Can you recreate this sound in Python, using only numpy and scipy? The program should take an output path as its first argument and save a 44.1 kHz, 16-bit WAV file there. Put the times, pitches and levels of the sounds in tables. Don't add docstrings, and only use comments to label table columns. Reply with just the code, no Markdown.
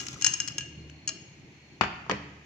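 import sys
import numpy as np
from scipy import signal
from scipy.fft import rfft, irfft
from scipy.io import wavfile
from scipy.ndimage import uniform_filter1d

SR = 44100
rng = np.random.default_rng(int(sys.argv[2]) if len(sys.argv) > 2 else 0)


def waveform_to_disk(signal):
    frames = np.transpose(np.atleast_2d(signal))
    scaled = np.clip(frames, -1, 1) * 32767
    samples = np.round(scaled).astype(np.int16)
    wavfile.write(sys.argv[1], SR, samples)


N = 108045
TIME = np.arange(N) / SR
RING = TIME[:SR // 2]


def amp(db):
    return 10 ** (np.asarray(db) / 20)


def unit(x):
    return x / np.sqrt(np.mean(x ** 2) + 1e-20)


def read(points, hz):
    f, value = np.transpose(points)
    return np.interp(np.log(hz + 1), np.log(f + 1), value)


def level(points):
    return amp(np.interp(TIME, *np.transpose(points)))


def pan(db):
    return amp(np.array([[db / 2], [-db / 2]]))


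def add(mix, s, sound):
    part = mix[:, max(round(s * SR), 0):][:, :sound.shape[1]]
    part += sound[:, :part.shape[1]]


def fall(t, t60):
    return np.exp(-np.log(1000) * t / t60)


def delayed(lead_ms):
    return np.maximum(RING - np.array([[0], [lead_ms / 1000]]), 0)


# (frequency [Hz], likeness [0 to 1])
LIKENESS = [(50, 0.96), (300, 0.93), (600, 0.55), (1200, 0.01)]


def coloured(x, colour):
    length = x.shape[1]
    hz = np.fft.rfftfreq(length, 1 / SR)
    left, other = rfft(x)
    same = np.clip(read(LIKENESS, hz), -1, 1)
    right = same * left + np.sqrt(1 - same ** 2) * other
    return unit(irfft(np.array([left, right]) * amp(read(colour, hz)), length))


def burst(colour, t60):
    rise_ms = 0.45
    shape = (1 - np.exp(-(1000 * RING / rise_ms) ** 2)) * fall(RING, t60)
    x = coloured(rng.standard_normal((2, len(RING))), colour) * shape
    return x / np.linalg.norm(x, axis=1, keepdims=True)


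def mode(hz, db, t60, lead_ms):
    t = delayed(lead_ms)
    swell = 1 - np.exp(-(2 * hz * t) ** 2)
    return -amp(db) * swell * fall(t, t60) * np.sin(2 * np.pi * hz * t)


# (frequency [Hz], relative level [dB per Hz])
HISS = [(100, -2), (500, -3.5), (900, 0), (1300, -6.5), (2300, 7), (3400, -4), (4700, -9), (7000, -10.5),
        (8200, -41.5), (10000, -31.5), (16000, -38)]
HISS_DB = -58.5


def hiss():
    return amp(HISS_DB) * coloured(rng.standard_normal((2, N)), HISS)


# (frequency [Hz], relative level [dB per Hz])
RUMBLE = [(25, 5), (60, -15), (125, 4.5), (230, -6), (320, -1), (480, -16.5), (800, -21), (3000, -63.5)]
# (time [s], level [dB])
RUMBLE_LEVEL = [(0, -45.5), (.18, -44), (.28, -47), (.38, -51.5), (.6, -46), (.95, -50.5), (1.25, -49.5),
                (1.43, -50), (1.55, -54.5), (1.8, -50), (2.45, -55)]
RUMBLE_PATCH_DB = 3


def rumble():
    z = signal.stft(coloured(rng.standard_normal((2, N)), RUMBLE), nperseg=1024)[2]
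    patches = rng.standard_normal(z.shape[1:])
    patches = uniform_filter1d(patches, size=6, axis=0)
    patches = unit(uniform_filter1d(patches, size=3, axis=1))
    wavering = signal.istft(z * amp(RUMBLE_PATCH_DB * patches), nperseg=1024)[1][:, :N]
    return level(RUMBLE_LEVEL) * unit(wavering)


# (time [s], level [dB])
HUM = [(.5, -59), (.7, -52), (.85, -47), (.97, -52.5), (1.05, -67), (2.45, -57)]
HUM_HZ, HUM_OCTAVE_DB = 75.5, -2


def hum():
    drift = unit(uniform_filter1d(rng.standard_normal(N), size=4000))
    turn = 2 * np.pi * np.cumsum(HUM_HZ * (1 + 0.022 * drift)) / SR
    return level(HUM) * (np.sin(turn) + amp(HUM_OCTAVE_DB) * np.sin(2 * turn))


# (time [s], level [dB])
WHINE = [(1.1, -64), (1.3, -71.5), (1.75, -67.5), (1.9, -85.5)]
WHINE_HZ, WHINE_WIDTH_HZ = 4290, 78


def whine():
    band = np.exp(-((np.fft.rfftfreq(N, 1 / SR) - WHINE_HZ) / WHINE_WIDTH_HZ) ** 2)
    return level(WHINE) * unit(irfft(rfft(rng.standard_normal((2, N))) * band, N))


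# (frequency [Hz], time to die by 60 dB [s])
ROOM_T60 = [(100, 0.92), (400, 0.79), (1000, 0.76), (2200, 0.95), (4500, 0.69), (7000, 0.68), (14000, 0.34)]
# (frequency [Hz], relative level [dB])
ROOM_COLOUR = [(100, 3), (500, -2.5), (1500, 2), (3000, 3.5), (6500, -1), (9000, -3.5), (15000, -1)]
EARLY_DB, EARLY_T60 = 3.5, 0.13


def room(x):
    noise = coloured(rng.standard_normal((2, SR)), ROOM_COLOUR)
    hz, t, z = signal.stft(noise, SR, nperseg=256)
    decay = fall(t, read(ROOM_T60, hz)[:, None]) + amp(EARLY_DB) * fall(t, EARLY_T60)
    opening = np.clip(TIME[:SR] / 0.0066 - 1, 0, 1)
    tail = signal.istft(z * decay, SR, nperseg=256)[1][:, :SR] * opening
    source = unit(x.mean(0))[None] * np.sqrt(np.mean(x ** 2))
    return signal.fftconvolve(source, tail / np.linalg.norm(tail[0]), axes=1)[:, :N]


# (time [s], level [dB])
SCUFFS = [(.159, -43.5), (0.502, -49.5)]
SCUFF_HZ, SCUFF_FALL_PER_S, SCUFF_MS = 1430, 24.4, 2.6
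SWEETS_PAN_DB = 2.5


def scuffs():
    out = np.zeros((2, N))
    u = RING * 1000 / SCUFF_MS
    turn = 2 * np.pi * np.cumsum(SCUFF_HZ * np.exp(-SCUFF_FALL_PER_S * RING)) / SR
    blip = u * np.exp(1 - u) * np.sin(turn)
    for s, db in SCUFFS:
        add(out, s, pan(SWEETS_PAN_DB) * amp(db) * blip)
    return out


# (time [s], level [dB])
SLIDE = [(0, -37), (.05, -46), (.075, -46.5), (.14, -44.5), (.18, -54), (.3, -47.5), (.5, -56), (.7, -71.5)]
SLIDE_GRAINS_PER_S = 1300
# (frequency [Hz], relative level [dB])
TICK = [(500, -30), (1100, -6), (2500, -2.5), (4500, -10), (6500, 3.5), (7800, -10.5), (9000, -24.5),
        (15000, -32)]
TICK_DB, TICK_T60 = 2.5, 0.03


def slide():
    strength = amp(3.2 * np.minimum(rng.exponential(1, N), 4))
    grains = (rng.random(N) < SLIDE_GRAINS_PER_S / SR) * strength
    scrape = unit(signal.fftconvolve(grains[None], burst(TICK, TICK_T60), axes=1)[:, :N])
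    return pan(SWEETS_PAN_DB) * level(SLIDE) * scrape


SLAP_HZ, SLAP_DB, SLAP_MS, SLAP_LEAD_MS = 1077, -5.5, 0.4, 0.19


def slap():
    t = delayed(SLAP_LEAD_MS)
    u = t * 1000 / SLAP_MS
    return -amp(SLAP_DB) * u * np.exp(1 - u) * np.sin(2 * np.pi * SLAP_HZ * t)


# (time [s], thump level [dB], slap level [dB], ring level [dB], crack level [dB],
# left over right [dB], for all but the thump)
KNOCKS = [(1.8108, -2.5, 0.5, 2, -3, 5), (1.836, -13, -20.5, -7.5, -19.5, 6),
          (2.0646, -22, -28.5, -29.5, -53, 1.5), (2.0964, -1, -12.5, -6.5, -3.5, 2),
          (2.1037, -14, -14.5, -13.5, -24, 7), (2.1121, -8, -15, -15, -1, 4), (2.1175, 4, -25, -21, -7, -7)]
# (frequency [Hz], level before the thump level is added [dB], time to die by 60 dB [s])
TABLE = [(77.1, -43.5, 0.46), (130.2, -49, 0.47), (200.6, -36.5, 0.2), (294, -38.5, 0.25),
         (425, -30, 0.043), (500, -30.5, 0.063), (685, -33, 0.042)]
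# (frequency [Hz], level before the ring level is added [dB],
# time to die by 60 dB [s])
PRESSED = [(946, -26.5, 0.035), (1412, -28, 0.04), (1581, -31, 0.077), (2240, -31.5, 0.062),
           (2900, -34, 0.04), (4550, -27, 0.018), (6800, -37.5, 0.046)]
# (frequency [Hz], relative level [dB])
CLATTER = [(60, -14), (200, 0), (600, -6), (1000, -8), (1700, -2.5), (3000, -9.5), (4000, -20.5),
           (6500, -25.5), (9000, -40)]
# (frequency [Hz], relative level [dB])
CRACK = [(300, 5.5), (1000, 6.5), (2300, 1.5), (3600, -8), (4800, -7), (7200, -10.5), (8500, -23),
         (15000, -41)]
CLATTER_DB, CLATTER_T60, CRACK_DB, CRACK_T60 = 3.5, 0.052, 1, 0.01
KNOCK_LEAD_MS, KNOCK_ROOM_DB = 0.11, -9
KNOCK_EDGE_HZ = 7270


def knocks():
    out = np.zeros((2, N))
    treble_cut = signal.butter(6, KNOCK_EDGE_HZ, fs=SR, output="sos")
    for s, thump_db, slap_db, ring_db, crack_db, side_db in KNOCKS:
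        thump = sum(mode(hz, db + thump_db, t60, KNOCK_LEAD_MS) for hz, db, t60 in TABLE)
        ring = sum((-1) ** k * mode(hz, db, t60, SLAP_LEAD_MS)
                   for k, (hz, db, t60) in enumerate(PRESSED))
        clatter = amp(CLATTER_DB) * burst(CLATTER, CLATTER_T60)
        crack = amp(CRACK_DB + crack_db) * burst(CRACK, CRACK_T60)
        plate = amp(slap_db) * slap() + amp(ring_db) * (ring + clatter) + crack
        add(out, s, signal.sosfilt(treble_cut, thump + pan(side_db) * plate))
    return out


# (time [s], level of the modes near 3 kHz [dB], near 4.3 kHz [dB],
# near 5.2 kHz [dB], near 6.5 kHz [dB], contact tick level [dB], ring length [share of the mode's own])
CLINKS = [(0.0002, -10.5, -22, -18, -22, -39.5, 1.83), (0.0666, -14, -26, -15.5, -16, -16, 0.32),
          (0.084, -29, -8, -7, -24, -16.5, 0.33), (0.2124, -38.5, -31.5, -14, -26, -13, 0.6),
          (0.222, -7, -8, -9, -6.5, -13.5, 1.06), (0.2444, -1.5, -0.5, 2, 1.5, -1.5, 1.3),
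          (0.2641, -6, -3, 0, 0, -1, 1.4), (0.2663, -1.5, -11, -12, 4.5, -8, 1.15),
          (0.2724, -29, -22, -10, -5.5, -21, 1.2), (0.3372, -9.5, -25, -7.5, -3, -12, 1.13),
          (0.4015, -2.5, -20, -5, -2, -12.5, 0.93), (0.419, -24, -14.5, -40, -35, -23, .8),
          (0.476, -18, -10, -13.5, -12.5, -12.5, 0.62), (0.483, -8.5, -10.5, -8, -13.5, -17.5, 0.88),
          (0.582, -2, -15.5, -8, -9, -7.5, 0.79), (0.607, -9.5, -20.5, -31, -26, -27, 1.7),
          (0.8972, -14, -37, -50, -56, -32, 0.16), (1.0759, -8.5, -5.5, -8, -4.5, -19, 1.42),
          (1.0901, -7.5, -7.5, -9, -10.5, -13.5, 0.92)]
SPOT_HZ = [2900, 4400, 5200, 6500, 9000]
# (frequency [Hz], level before the clink's is added [dB],
# time to die by 60 dB before the ring length share [s], left over right [dB])
PLATE = [(1654, -34.5, 0.083, -1), (2395, -39, 0.091, 1), (2846, -23.5, 0.062, 5.5),
         (3206, -36, 0.063, 12.5), (4133, -30, 0.044, 9.5), (4430, -26.5, 0.026, 9.5),
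         (5252, -19, 0.026, 12.5), (5680, -26, 0.029, 3.5), (6403, -19.5, 0.041, 5),
         (6515, -12.5, 0.021, 6), (6790, -31, 0.041, -1.5), (7590, -29, 0.028, 14.5),
         (9300, -41, 0.053, -5), (10800, -51.5, 0.102, 2), (14930, -52, .03, 6)]
# (time [s], pitch [share])
UPPER_PITCH = [(.6, 1), (1.05, 1.023)]
UPPER_ABOVE_HZ = 6000
LOWEST_HZ, LOWEST_DB, LOWEST_T60 = 646, -53.5, 0.28
SPREAD_DB, SPREAD_PITCH = 1.2, .003
CLINK_LEAD_MS, CLINK_ROOM_DB = 0.035, -12


def clinks():
    out = np.zeros((2, N))
    for s, *spot_db, tick_db, ring in CLINKS:
        weights = list(zip(SPOT_HZ, spot_db + [tick_db]))
        upper_pitch = np.interp(s, *np.transpose(UPPER_PITCH))
        body = np.zeros((2, len(RING)))
        for k, (hz, db, t60, side) in enumerate(PLATE):
            pitch = 1 + SPREAD_PITCH * rng.standard_normal() + (upper_pitch - 1) * (hz > UPPER_ABOVE_HZ)
            mode_db = db + read(weights, hz) + SPREAD_DB * rng.standard_normal()
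            body += (-1) ** k * pan(side) * mode(hz * pitch, mode_db, t60 * ring, CLINK_LEAD_MS)
        tick = pan(SWEETS_PAN_DB) * amp(TICK_DB + tick_db) * burst(TICK, TICK_T60)
        add(out, s, body + tick)
    add(out, CLINKS[-1][0], mode(LOWEST_HZ, LOWEST_DB, LOWEST_T60, CLINK_LEAD_MS))
    return out


def scene():
    background = hiss() + rumble() + hum() + whine()
    sweets = scuffs() + slide() + clinks()
    plate = knocks()
    sweets_room = pan(1.85) * amp(CLINK_ROOM_DB) * room(sweets)
    plate_room = amp(KNOCK_ROOM_DB) * room(plate)
    return background + sweets_room + plate_room + sweets + plate


LOW_CUT_HZ, EDGE_HZ = 57, 16000


def record(dry):
    low_cut = signal.butter(4, LOW_CUT_HZ, "highpass", fs=SR, output="sos")
    band_limit = signal.firwin(255, EDGE_HZ, window=("kaiser", 8), fs=SR)
    return signal.oaconvolve(signal.sosfilt(low_cut, dry), band_limit[None], "same")


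dry = scene()
out = record(dry)
waveform_to_disk(out)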